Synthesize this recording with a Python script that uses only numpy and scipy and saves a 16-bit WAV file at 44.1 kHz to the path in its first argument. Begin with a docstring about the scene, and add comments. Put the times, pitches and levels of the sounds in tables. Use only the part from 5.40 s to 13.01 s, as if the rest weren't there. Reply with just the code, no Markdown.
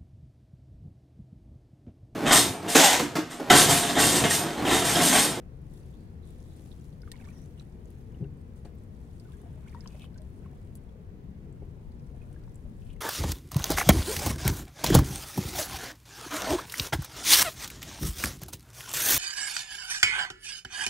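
"""Water draining as a random crowd of bursts from a wet net hauled by hand over the side of a wooden boat.
Mesh snaps and drops are short rings and noise puffs; bubbles and trickles are decaying tones of moving pitch.
The mesh swishes as gliding narrow-band noise; the cord's slips and the knocks excite plank and hull modes.
Behind them lie a light breeze of deep, band-passed pressure lumps and a far, steady rumble,
shaped noise partly alike at two spaced microphones."""
import sys
import numpy as np
from scipy import signal
from scipy.fft import rfft, irfft, next_fast_len
from scipy.io import wavfile
from scipy.ndimage import uniform_filter1d

SR = 44100
rng = np.random.default_rng(int(sys.argv[2]) if len(sys.argv) > 2 else 0)


def file_out(sig):
    """Save sig as 16-bit WAV at sys.argv[1]."""
    # one column per channel
    cols = np.atleast_2d(sig).T
    # limit, then scale
    lim = np.clip(cols, -1, 1)
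    pcm = np.round(lim * 32767).astype(np.int16)
    wavfile.write(sys.argv[1], SR, pcm)


N = 335424  # length in samples


def gain_of(db):
    """Decibel law: amplitude ratio of a level in dB."""
    return 10 ** (np.asarray(db) / 20)


def evened(x):
    """Normalisation: scales a signal to unit root-mean-square."""
    return x / np.sqrt(np.mean(x ** 2) + 1e-20)


def read(points, hz):
    """Interpolation of a spectrum along logarithmic frequency."""
    f, value = np.transpose(points)
    return np.interp(np.log(hz + 1), np.log(f + 1), value)


def follow(rows):
    """Amplitude envelope: gain at every sample along a (t/s, level/dB) curve."""
    s, db = np.transpose(rows)
    return gain_of(np.interp(np.arange(N) / SR, s, db))


def joined(tables):
    """Concatenated envelopes: one (t/s, level/dB) curve, almost silent between its parts."""
    curve = []
    for rows in tables:
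        before, after = (rows[0][0] - .02, -100), (rows[-1][0] + .02, -100)
        curve += [row[:2] for row in (before, *rows, after)]
    return curve


def add(mix, s, sound, pan_db):
    """Superposition: adds a sound at time s with a left-minus-right level difference."""
    part = mix[:, round(s * SR):][:, :sound.shape[-1]]
    part += gain_of([[pan_db / 2], [-pan_db / 2]]) * sound[..., :part.shape[1]]


def colour(x, points, lean):
    """Linear filtering: shapes a pair by a spectrum and a lean between the microphones."""
    size = next_fast_len(N)
    hz = np.fft.rfftfreq(size, 1 / SR)
    response_db = read(points, hz) + np.outer([.5, -.5], read(lean, hz))
    return irfft(rfft(x, size) * gain_of(response_db), size)[:, :N]


def band(x, hz, spread):
    """Resonant selection: twice a gentle band-pass, spread times above and below hz, then evened."""
    edges = signal.butter(1, [hz / spread, min(hz * spread, 20000)], "band", fs=SR)
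    return evened(signal.lfilter(*edges, signal.lfilter(*edges, x)))


# water draining from the lifted mesh, also setting the crackle and stray drops: [t/s, level/dB]
DRAIN_LEVEL = [(0, -92), (.27, -84.5), (.34, -73.5), (.68, -84), (.8, -88), (.88, -78.5), (1.25, -74.5),
               (1.47, -76), (1.6, -85), (1.76, -75), (2.0, -77.5), (2.15, -82), (2.43, -85), (2.52, -78.5),
               (2.87, -88), (3.15, -86.5), (3.175, -76), (3.21, -84), (3.34, -87), (3.4, -79.5),
               (3.46, -86.5), (3.53, -84), (3.77, -78), (4.03, -80), (4.24, -82), (4.5, -74.5),
               (4.65, -71.5), (4.68, -86.5), (4.86, -81.5), (5.33, -85), (5.6, -90.5), (6.15, -90),
               (6.25, -87), (6.92, -82.5), (7.25, -83.5), (7.5, -77.5), (7.61, -88)]
# spectra of the fine spray and of the coarser spatter: [f/Hz, relative level per Hz/dB]
SPRAY_SPECTRUM = [(4000, -14), (6500, -4.5), (8000, -3.5), (10000, -5.5), (12500, -10), (16000, -27)]
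SPATTER_SPECTRUM = [(2000, -6.5), (3000, -4), (3700, -3), (5000, -5.5), (6500, -4.5), (9000, -10.5)]
# lean of near sound between the microphones: [f/Hz, left minus right level/dB]
NEAR_LEAN = [(500, 4), (2000, 9), (5500, -2), (7500, -1.5), (9500, 14.5), (13000, 3.5)]
SPATTER_DB, SURGE_DB = 2, 1.2  # spatter against the spray; depth of the slow surges of both


def fizz():
    """Poisson process: thousands of tiny bursts a second, flickering as threads of water break."""
    out = 0
    for db, spectrum in (0, SPRAY_SPECTRUM), (SPATTER_DB, SPATTER_SPECTRUM):
        flicker_db = 1.4 * evened(uniform_filter1d(rng.standard_normal(N), size=300))
        surge_db = SURGE_DB * evened(uniform_filter1d(rng.standard_normal(N), size=2500))
        strength = gain_of(2.8 * np.minimum(rng.exponential(1, N), 5) + flicker_db)
        impulses = strength * (rng.random(N) < 1400 / SR)  # 1400 bursts/s in each layer
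        shared, left, right = rng.standard_normal((3, N))
        noise = 0.4 * shared + np.array([left, right])
        bursts = colour(uniform_filter1d(impulses, size=40) * noise, spectrum, NEAR_LEAN)
        out = out + gain_of(db + surge_db) * bursts / np.std(bursts.mean(0))
    return follow(DRAIN_LEVEL) * out


# spectral weighting of the snapping mesh: [f/Hz, level/dB]
SNAP_SPECTRUM = [(3000, 1), (5000, 1.5), (7000, -4), (10000, -2), (14000, -6)]
# level against the drain curve in dB, snaps per second, cycles for a ring's envelope to fall by exp(-6)
CRACKLE_DB, CRACKLE_PER_S, CRACKLE_CYCLES = -4.5, 1200, 21


def crackle():
    """Impulse response: meshes snap open as short rings of scattered pitch, a few much louder."""
    out, t = np.zeros((2, N)), np.arange(400) / SR
    for hz in np.geomspace(3200, 13500, num=20):
        strength = gain_of(3.3 * np.minimum(rng.exponential(1, N), 4))
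        snaps = strength * (rng.random(N) < CRACKLE_PER_S / 20 / SR)  # shared among 20 pitches
        sides = snaps * gain_of(2.8 * rng.standard_normal((2, N))) * rng.choice([-1., 1.], (2, N))
        envelope = t * hz * np.exp(-t * hz * 6 / CRACKLE_CYCLES)
        ring = envelope * np.sin(2 * np.pi * hz * t)
        out += signal.oaconvolve(sides, evened(ring)[None])[:, :N]
    out = colour(out, SNAP_SPECTRUM, NEAR_LEAN)
    return follow(DRAIN_LEVEL) * gain_of(CRACKLE_DB) * out / np.std(out.mean(0))


# small random drops: rate per second, level against the drain curve in dB, exponential spread in dB
STRAYS_PER_S, STRAY_DB, STRAY_SPREAD_DB = 40, -2.5, 1.5


def strays():
    """Random arrivals: rows of small ticks whose level follows the draining."""
    when, size, pitch, edge = rng.random((round(STRAYS_PER_S * N / SR), 4)).T
    s, hz = when * N / SR, 3500 * 3 ** pitch
    excess_db = -STRAY_SPREAD_DB * np.log(np.maximum(size, .15))
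    db = np.interp(s, *np.transpose(DRAIN_LEVEL)) + STRAY_DB + excess_db
    return list(zip(s, db, hz, -8.0 * edge, .5 * read(NEAR_LEAN, hz)))


# drops striking water and deck:
# [t/s, level/dB, centre f/Hz, bright edge against the centre level/dB, left minus right level/dB]
DROP_TICKS = [(.337, -63.5, 10500, -13, 13), (0.8733, -69, 3600, 2, 7), (0.9064, -69.5, 3600, 4.5, 6),
              (1.0027, -63.5, 6100, -5, 1), (1.165, -65, 8250, -8, 5), (1.316, -59, 3670, -23, -11),
              (1.326, -56.5, 3640, -24, 7), (1.412, -63, 6500, -10, -1), (1.5277, -63, 3820, -9, 2),
              (1.6186, -57, 5000, -8, -3), (1.7169, -41, 4180, -8, -1), (1.7173, -45.5, 8600, -14, 3),
              (1.7176, -58, 15000, -20, 2), (1.7292, -66, 8800, -15, 3), (1.7639, -60, 4120, -13, -5),
              (1.844, -57.5, 3700, -10, -4), (1.851, -59.5, 5600, -20, -8), (1.886, -60, 6500, -16, -4),
              (1.928, -70, 6170, -2, -2), (2.0164, -68.5, 8050, 2, 6), (2.0597, -67, 6750, -8, -1),
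              (2.177, -61, 3200, -9, 0), (2.1817, -73, 9300, -3, 3), (2.185, -63, 3100, -12, 0),
              (2.1895, -69, 6000, -6, -4), (2.192, -64, 2700, -12, 0), (2.197, -62, 5900, -14, -2),
              (2.202, -58, 3300, -14, -2), (2.2085, -64, 2900, 0, 0), (2.218, -62, 4400, -7, -3),
              (2.226, -67, 3100, -4, 0), (2.324, -71, 6000, -4, 0), (2.4566, -66, 6900, -4, -3),
              (2.504, -65, 10300, -8, 12), (2.789, -70, 5600, -15, 0), (2.908, -78, 9050, -12, 3),
              (2.972, -74, 8300, -10, 3), (3.0138, -72.5, 4970, 0, 2), (3.159, -80, 9500, -4, 5),
              (3.168, -71, 13500, -7, 3), (3.177, -79, 9400, -5, 5), (3.186, -73, 6800, -8, 3),
              (3.2, -76, 11000, -7, 5), (3.2495, -74, 6800, 5, -3), (3.2515, -66, 2800, -2, -8),
              (3.253, -64, 4450, -8, -11), (3.2524, -63, 5900, -6, -5), (3.257, -67, 4400, -2, -5),
              (3.2605, -65, 2700, -2, -2), (3.266, -71, 7500, -2, 2), (3.272, -69, 4500, -6, -2),
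              (3.3517, -65, 14300, -13, 6), (3.3835, -72, 8070, -7, -1), (3.436, -67, 12000, -3, 2),
              (3.799, -60.5, 4740, -2, -4), (3.921, -60, 3560, -6, -2), (3.9697, -67, 8870, -7, 2),
              (4.0158, -65.5, 9400, -10, 10), (4.2807, -62, 6860, -12, -2), (4.296, -61, 4910, -14, -6),
              (4.347, -65, 4910, -2, -3), (4.407, -53.5, 5300, -25, -7), (4.4747, -46, 5450, -23, 1),
              (4.619, -51.5, 3670, -12, 1), (4.743, -62, 4170, -10, 3), (4.777, -60, 6540, -7, -1),
              (4.782, -58, 5050, -13, -5), (4.8183, -61.5, 4160, -3, 2), (5.3538, -53, 10900, 1.5, -2),
              (5.362, -62, 9800, -3, -11), (5.371, -63, 9790, -7, 4), (6.126, -77, 8140, 4, 5),
              (6.519, -69, 4400, -15, -3), (6.596, -68, 4900, -15, -3), (6.672, -70, 5800, -12, -3),
              (6.9286, -66.5, 9000, -11, 8), (7.016, -71, 4000, -10, 0), (7.037, -63, 4890, -13, -6),
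              (7.094, -68, 5500, -10, -3), (7.1444, -70, 7970, 1, 3), (7.1565, -63, 7840, 3, -2),
              (7.532, -65.5, 8600, -8, 8), (7.563, -70, 5500, -2, 3)]
TICK_T60_S = 0.014


def drops():
    """Impact noise: a puff around its centre plus a bright edge, unlike in the two microphones."""
    out, t, ticks = np.zeros((2, N)), np.arange(1500) / SR, strays() + DROP_TICKS
    puffs = rng.standard_normal((len(ticks), 2, 1500))
    for (s, db, hz, edge_db, pan_db), puff in zip(ticks, puffs):
        puff[[0, 1], [8, 14]] += 8  # first contact is one sharp edge, a little later on the right
        edge = gain_of([[3], [-6]]) * band(puff, 8600, 1.32) + 0.36 * band(puff, 5000, 1.9)
        spread = 1.17 + .012 * max(db + 52, 0)  # a hard drop cracks over a wider band
        tick = band(puff, hz, spread) + gain_of(edge_db) * edge
        onset = np.minimum(t / .0002, 1)
        add(out, s, gain_of(db - 60 * t / TICK_T60_S) * tick * onset, pan_db)
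    return out


BUBBLE_ROUGH = 0.22  # rms flutter of a ring, as a share of its amplitude


def bubble(hz, t60, rise, punch, rough):
    """Bubble resonance: a dying tone of moving pitch, with a falling plop where the drop hits hard."""
    t = np.arange(len(rough)) / SR
    settle = .35 * punch * np.exp(-t / .0013)
    # the rise reaches its stated share a third into the ring, and bends later for long rings
    drift = rise * np.minimum(3 * t / t60, 1.15) ** (1 + 22 * t60)
    turns = np.cumsum(hz * (1 + settle + drift)) / SR
    flutter = 1 + BUBBLE_ROUGH * band(rough, .15 * hz, 2.5)
    tone = gain_of(-60 * t / t60) * np.sin(2 * np.pi * turns) * flutter
    plop = .65 * punch * gain_of(-60 * t / .01) * band(rough, 1.4 * hz, 1.5)
    onset = np.minimum(t / (.003 - .0027 * punch), 1)
    return (tone * (1 + .6 * punch * np.exp(-t / .006)) + plop) * onset


# bubbles left by drops:
# [t/s, level/dB, base f/Hz, t60/s, pitch rise as a share (negative falls), left minus right level/dB]
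BUBBLE_EVENTS = [(1.633, -53, 1430, 0.031, .05, -4), (1.633, -56, 2050, .015, .05, -2),
                 (1.676, -48.5, 1174, 0.041, 0.1, -2), (1.716, -50, 1790, .045, 0.1, -8),
                 (1.737, -54.5, 990, 0.04, -0.056, 5), (1.737, -54, 2150, 0.041, .1, -12),
                 (1.756, -51, 1850, 0.018, .2, -9), (1.765, -57, 2800, .02, .1, -5),
                 (1.781, -57, 2620, .025, 0.1, -5), (1.798, -55, 2290, 0.025, 0, -7),
                 (1.8, -55, 1630, 0.044, -0.2, -3), (1.812, -49, 2320, 0.014, 0.12, -11),
                 (1.822, -53, 2190, .02, -0.1, -7), (1.812, -55, 760, 0.083, .05, 3),
                 (1.84, -54, 1750, 0.02, 0.029, -5), (1.85, -55.5, 1600, 0.031, 0.6, -10),
                 (1.856, -52, 2090, 0.017, 0.04, -12), (1.873, -53, 1114, 0.062, 0.4, 1),
                 (1.886, -54, 2306, 0.028, 0.022, -19), (1.892, -59, 1950, .015, .05, -5),
                 (1.905, -53, 2430, .018, .05, -5), (1.905, -58, 1800, 0.013, .05, -5),
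                 (1.914, -58, 1830, .032, 0.3, -9), (1.928, -58, 2610, .02, -0, -5),
                 (1.943, -64, 1390, .04, .05, 2), (1.955, -70, 3190, 0.036, .03, 0),
                 (1.965, -63, 1880, 0.049, .05, -1), (2.1965, -41.5, 3550, 0.012, 0.18, -3),
                 (2.199, -57, 2480, 0.025, .05, 0), (2.2085, -52, 1300, 0.013, -0.1, 8),
                 (2.745, -54, 2780, 0.02, .12, 3), (2.842, -53, 2720, 0.019, 0, 9),
                 (2.85, -60, 1435, .05, 0.6, 3), (3.852, -59, 1460, 0.049, .05, -9),
                 (3.887, -60, 1204, 0.054, .08, 13), (3.934, -56.5, 1610, 0.075, .05, 2),
                 (3.999, -70, 956, 0.037, .1, 3), (4.035, -55, 746, 0.058, -0, 1),
                 (4.057, -53.5, 682, 0.11, 0.21, 10), (4.16, -58, 616, 0.23, 0.092, 6),
                 (4.261, -58.5, 1430, 0.051, 0.5, -5), (4.274, -53, 2100, .04, .2, 0),
                 (4.283, -51, 2380, 0.032, -0, -6), (4.277, -56.5, 2690, 0.027, 0.46, 8),
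                 (4.302, -58, 2040, .03, .05, 10), (4.327, -52, 1620, 0.019, 0.75, -7),
                 (4.347, -47.5, 931, 0.16, 0.7, 5), (4.364, -59.5, 1880, 0.063, 0.06, -13),
                 (4.436, -61, 1710, 0.056, .03, -10), (4.459, -47, 1020, 0.029, -0.47, 5),
                 (4.459, -51, 3060, 0.016, -0.025, 13), (4.546, -50.5, 567, 0.06, 0.3, 5),
                 (4.551, -56.5, 2050, .03, -0.03, -7), (4.56, -60, 910, 0.068, -0, 2),
                 (4.642, -50, 1130, 0.013, -0.1, 7), (4.758, -57, 1540, 0.074, 0.07, 0),
                 (4.795, -53, 620, 0.22, 0.27, 2), (5.049, -53.5, 1410, .014, .05, -7),
                 (5.059, -52.5, 1080, .05, 0.038, -1), (5.062, -58, 1800, .015, .1, -1),
                 (5.131, -53.5, 740, 0.053, -0.1, 3), (5.49, -60, 3300, 0.019, .05, 11),
                 (6.742, -56, 700, 0.07, 0.088, 9), (6.815, -58, 2540, 0.041, -.08, -10),
                 (6.83, -63, 2450, .04, 0.13, -9), (6.82, -67, 2100, .05, .1, -3),
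                 (6.862, -58, 695, .03, .05, 3), (6.907, -54.5, 695, 0.05, 0.3, 5),
                 (6.943, -52.5, 1440, 0.011, -0.1, 3), (6.961, -56, 1620, 0.088, -0, 8),
                 (6.991, -64, 2100, .02, .05, 1), (7.014, -62, 1380, 0.022, .05, 0),
                 (7.03, -66, 1400, 0.04, .1, -1), (7.046, -61, 1600, 0.027, .1, 0),
                 (7.077, -51.5, 855, 0.014, .05, 2), (7.077, -55, 1510, 0.015, -0, 0),
                 (7.252, -53.5, 586, 0.1, 0.11, 4), (7.383, -55, 550, 0.035, -0, 0),
                 (7.562, -55, 1990, 0.021, 0.12, 9), (7.568, -61, 2700, .02, .05, 5)]


def bubbles():
    """Superposition of single resonators: every listed bubble, struck harder if loud and low."""
    out = np.zeros((2, N))
    roughs = rng.standard_normal((len(BUBBLE_EVENTS), 5000))
    for (s, db, hz, t60, rise, pan_db), rough in zip(BUBBLE_EVENTS, roughs):
        punch = np.clip((db + 58) / 10, .15, 1) * min(1, 1500 / hz)
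        add(out, s, gain_of(db) * bubble(hz, t60, rise, punch, rough), pan_db)
    return out


# threads of water running back into the river, one table a gush: [t/s, level/dB]
TRICKLE_GUSHES = [
    [(1.62, -84), (1.686, -78), (1.74, -71), (1.85, -69), (1.92, -71), (2.05, -81)],
    [(2.7, -72), (2.9, -84)],
    [(3.82, -87), (3.9, -72), (4.1, -73), (4.28, -69), (4.4, -69.5), (4.48, -67.5), (4.6, -76), (4.72, -85)],
    [(4.75, -75), (4.95, -83), (5.06, -71), (5.2, -78)],
    [(6.75, -74), (6.85, -76), (6.964, -76), (7.12, -79)],
    [(7.3, -87), (7.45, -79), (7.58, -81)],
]


def trickle():
    """Random superposition: small overlapping bubbles, each pitch landing at random moments."""
    out = np.zeros((2, N))
    for hz in np.geomspace(850, 3400, num=18):
        strength = gain_of(3.0 * np.minimum(rng.exponential(1, (2, N)), 4))
        landings = strength * (rng.random((2, N)) < 45 / SR)
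        ring = bubble(hz, 70 / hz, 0.12, 0.36, rng.standard_normal(2000))
        out += signal.oaconvolve(landings, ring[None])[:, :N]
    return follow(joined(TRICKLE_GUSHES)) * evened(out + 0.086 * out[::-1])


# wet mesh swishing through the fingers, one table a stroke: [t/s, level/dB, centre f/Hz]
SWISH_STROKES = [
    [(.53, -77, 3290), (.58, -79, 4330), (.69, -85, 4500)],
    [(.83, -77, 3840), (.9, -79, 3650), (1.0, -86, 3400), (1.04, -82, 3700), (1.13, -77, 3710),
     (1.2, -93, 3580)],
    [(1.93, -74, 6200), (1.95, -77, 5800), (1.975, -70, 5570), (2.0, -73, 5810), (2.04, -77, 6000),
     (2.06, -84, 6140)],
]


def swish():
    """Quadrature modulation: low-passed noise rides on a gliding centre, louder on the right."""
    s, _, hz = np.transpose([row for stroke in SWISH_STROKES for row in stroke])
    turns = np.cumsum(np.interp(np.arange(N) / SR, s, hz)) / SR
    slow = signal.lfilter(*signal.butter(2, 320, fs=SR), rng.standard_normal((2, 2, N)))
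    slow = slow * gain_of(1.4 * evened(uniform_filter1d(rng.standard_normal(N), size=400)))
    hiss = slow[0] * np.cos(2 * np.pi * turns) + slow[1] * np.sin(2 * np.pi * turns)
    return gain_of([[-1.5], [2.5]]) * follow(joined(SWISH_STROKES)) * evened(hiss)


# modes of the gunwale's edge plank: [f/Hz, bandwidth/Hz, level/dB]
GUNWALE_MODES = [(2560, 150, -1), (2800, 390, -1), (3010, 160, -1.5), (3500, 550, -3)]


def plank(spot, upper_db):
    """Modal ringing of the edge plank, a little higher or lower at each spot along it."""
    t = np.arange(1500) / SR
    ring = 0
    for k, (hz, width, db) in enumerate(GUNWALE_MODES):
        level = (-1) ** k * gain_of(db + upper_db * (k > 0))  # alternate modes start in opposite sense
        tone = np.sin(2 * np.pi * hz * (1 + 0.022 * spot) * t)
        ring = ring + level * np.exp(-np.pi * width * t) * tone
    return ring * np.minimum(t / 0.00039, 1)


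# cord rasping over the gunwale, one table a pull: [t/s, level/dB]
RASP_PULLS = [
    [(4.495, -84), (4.506, -74), (4.52, -77), (4.545, -72), (4.585, -77), (4.61, -65), (4.635, -60),
     (4.655, -62), (4.668, -83), (4.68, -77), (4.69, -87)],
    [(7.415, -89), (7.421, -79), (7.44, -88), (7.468, -76), (7.485, -78), (7.505, -66), (7.525, -76),
     (7.535, -75), (7.55, -87)],
]
# single hard slips of a knot: [t/s, level/dB, left minus right level/dB, upper plank modes level/dB,
# spot along the plank (low -1 to high +1 and beyond)]
KNOT_SLIPS = [(4.5044, -58, 2, -6, 0), (4.51, -55, 3, -4, -2.5), (4.5234, -58, 2.5, -12, -1.2),
              (4.5334, -60, 3.5, -10, -.6), (4.5451, -55, 0, -12, -.3), (4.5685, -55, 1, -8, 0),
              (4.5854, -60, .5, -10, -2), (4.5954, -57, 1, 1, 2), (4.6069, -55, 1, 0, -1),
              (4.6104, -50, 2, -12, 1), (4.6187, -51, 0, 2, -0.5), (4.6238, -51, .5, 0, -2),
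              (4.633, -47, 2, -5, -1), (4.6434, -53, 4.5, 6, 3), (4.648, -55, 2, 5, 0),
              (4.6574, -59, 2.5, 3, 1), (4.6763, -64, 2, 2, .3), (7.42, -61, 7, 0, 1.5),
              (7.4324, -65, 4, -3, 3), (7.4659, -63, 4.5, -5, 3.5), (7.4714, -65, 2.5, -3, 2),
              (7.4844, -66, 4.5, -2, 4), (7.4964, -61, 4, -3, 4), (7.5023, -59, 2.5, 0, 3),
              (7.509, -61, 3, -2, 3.5), (7.5154, -61, 3, -4, 5), (7.524, -65, 2, -4, -1.5),
              (7.5308, -60, 1.5, 2, -2), (7.5354, -63, 1.5, 1, -.6)]


def rasp():
    """Stick-slip excitation: uneven cord slips ring the plank; the hardest stand out one by one."""
    out = np.zeros((2, N))
    for spot in np.linspace(-1, 1, num=5):
        strength = gain_of(3.2 * np.minimum(rng.exponential(1, (2, N)), 4))
        slips = strength * (rng.random((2, N)) < 110 / SR)
        slips = slips * rng.choice([-1., 1.], (2, N))
        out += signal.oaconvolve(slips + 0.4 * slips[::-1], plank(spot, 0)[None])[:, :N]
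    out = follow(joined(RASP_PULLS)) * evened(out)
    for s, db, pan_db, upper_db, spot in KNOT_SLIPS:
        add(out, s, gain_of(db) * plank(spot, upper_db), pan_db)
    return out


# blows of a weight on the hull: [t/s, strength level/dB, contact time/s, scuff level/dB]
HULL_KNOCKS = [(2.8025, -44, 0.0034, -74), (2.8085, -39, 0.0025, -76), (2.8145, -41.5, 0.0024, -82),
               (2.8172, -29.5, 0.0053, -82), (2.826, -35.5, 0.0023, -85), (2.839, -46.5, 0.002, -76),
               (3.249, -53.5, 0.0011, -60.5), (3.255, -51, 0.00071, -71), (6.221, -46.5, 0.0013, -77)]
# modes of the hull: [f/Hz, level/dB, t60/s]
HULL_MODES = [(76.2, -6, 0.96), (142, -4, 0.58), (175, 13, 0.028), (313, -2.5, 0.15), (402, 5.5, 0.11),
              (500, 7, 0.026), (706, -4.5, 0.14), (812, -2.5, 0.079), (1300, -40, .04), (2350, -24, .04)]


def knocks():
    """Modal excitation by a half-sine push: longer contact wakes only low modes; wet wood scuffs."""
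    out, t = np.zeros((2, N)), np.arange(12000) / SR
    hull = sum(gain_of(db - 60 * t / t60) * np.sin(2 * np.pi * hz * t) for hz, db, t60 in HULL_MODES)
    hull = signal.lfilter(*signal.butter(2, 70, "high", fs=SR), hull)  # thin planks radiate no deep bass
    grits = rng.standard_normal((len(HULL_KNOCKS), 12000))
    for (s, db, contact, scuff_db), grit in zip(HULL_KNOCKS, grits):
        push = np.sin(np.pi * np.clip(t[:800] / contact, 0, 1))
        add(out, s, gain_of(db) * np.convolve(hull, push / push.sum()), 4.5)
        add(out, s, gain_of(scuff_db - 60 * t / 0.19) * band(grit, 1000, 2.3), 1.5)
    return out


# breeze on the microphones: [t/s, level/dB]
WIND_LEVEL = [(0, -54), (2, -53.5), (4, -53.5), (6.3, -51.5), (7, -48.5), (7.61, -46.5)]


def wind():
    """Partial coherence: slow lumps of air pressure, partly shared and stronger on the left."""
    lumps = rng.standard_normal((3, N))
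    deep_band = signal.butter(2, [24, 45], "band", fs=SR, output="sos")
    air = signal.sosfilt(deep_band, lumps[1:] + 0.79 * lumps[0])
    return gain_of([[3.5], [-3.5]]) * follow(WIND_LEVEL) * evened(air)


# spectrum of the far wash: [f/Hz, relative level per Hz/dB]
RUMBLE_SPECTRUM = [(13, -29), (22, -8), (42, -19), (58, 1.5), (80, -1.5), (120, -5), (140, -3), (200, -9),
                   (233, -10), (273, -15.5), (404, -18), (474, -19.5), (572, -27), (750, -29), (1400, -38),
                   (2000, -40.5), (3500, -49), (9000, -58.5), (16000, -57.5)]
# likeness of far sound at the two microphones: [f/Hz, left-right correlation]
FAR_LIKENESS = [(25, 0.68), (60, 0.94), (160, 0.96), (270, 0.96), (450, 0.58), (740, -0.02), (1220, -0.35),
                (2000, 0.03), (15000, -0.039)]
# lean of far sound between the microphones: [f/Hz, left minus right level/dB]
FAR_LEAN = [(60, 4), (180, 4.5), (550, 3.5), (1650, -0.5), (4970, -3), (15000, 0.5)]
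RUMBLE_DB = -45  # rms of the mean of both microphones


def rumble():
    """Spatial coherence: far traffic and water, alike on both sides in the bass, in drifting patches."""
    frames, hz = N // 512 + 5, np.fft.rfftfreq(2048, 1 / SR)
    a, b, c, d, patches = rng.standard_normal((frames, 1025, 5)).T
    patches = uniform_filter1d(patches, size=5, axis=0)
    patches = evened(uniform_filter1d(patches, size=12, axis=1))
    same = np.clip(read(FAR_LIKENESS, hz), -1, 1)[:, None]
    left, other = a + 1j * b, c + 1j * d
    right = same * left + np.sqrt(1 - same ** 2) * other
    spectra = np.array([left, right]) * gain_of(1.14 * patches)
    noise = signal.istft(spectra, nperseg=2048, noverlap=1536)[1][:, :N]
    wash = colour(noise, RUMBLE_SPECTRUM, FAR_LEAN)
    return gain_of(RUMBLE_DB) * wash / np.std(wash.mean(0))


def scatter(sound):
    """Diffuse reflection: short scatter off the deck, the crouching body and the water surface."""
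    t = np.arange(2000) / SR
    response = rng.standard_normal((2, 2000)) * gain_of(-60 * t / 0.032) * (t > .001)
    return signal.oaconvolve(sound, response / np.linalg.norm(response[0]), axes=1)[:, :N]


def scene():
    """Linear superposition of all sources and the near scatter."""
    near, plops = drops() + trickle() + rasp() + swish(), bubbles()
    echo = scatter(near + 0.85 * plops)
    water = gain_of(-0.5) * fizz() + crackle() + near + gain_of(-0.1) * plops
    return water + gain_of(-4.0) * echo + knocks() + wind() + rumble()


EDGE_HZ = 15900


def record(dry):
    """Band limitation: a symmetric low-pass removes the treble above its edge."""
    low_pass = signal.firwin(511, EDGE_HZ, window=("kaiser", 9), fs=SR)
    return signal.oaconvolve(dry, low_pass[None], "same")


dry = scene()
out = record(dry)
file_out(out)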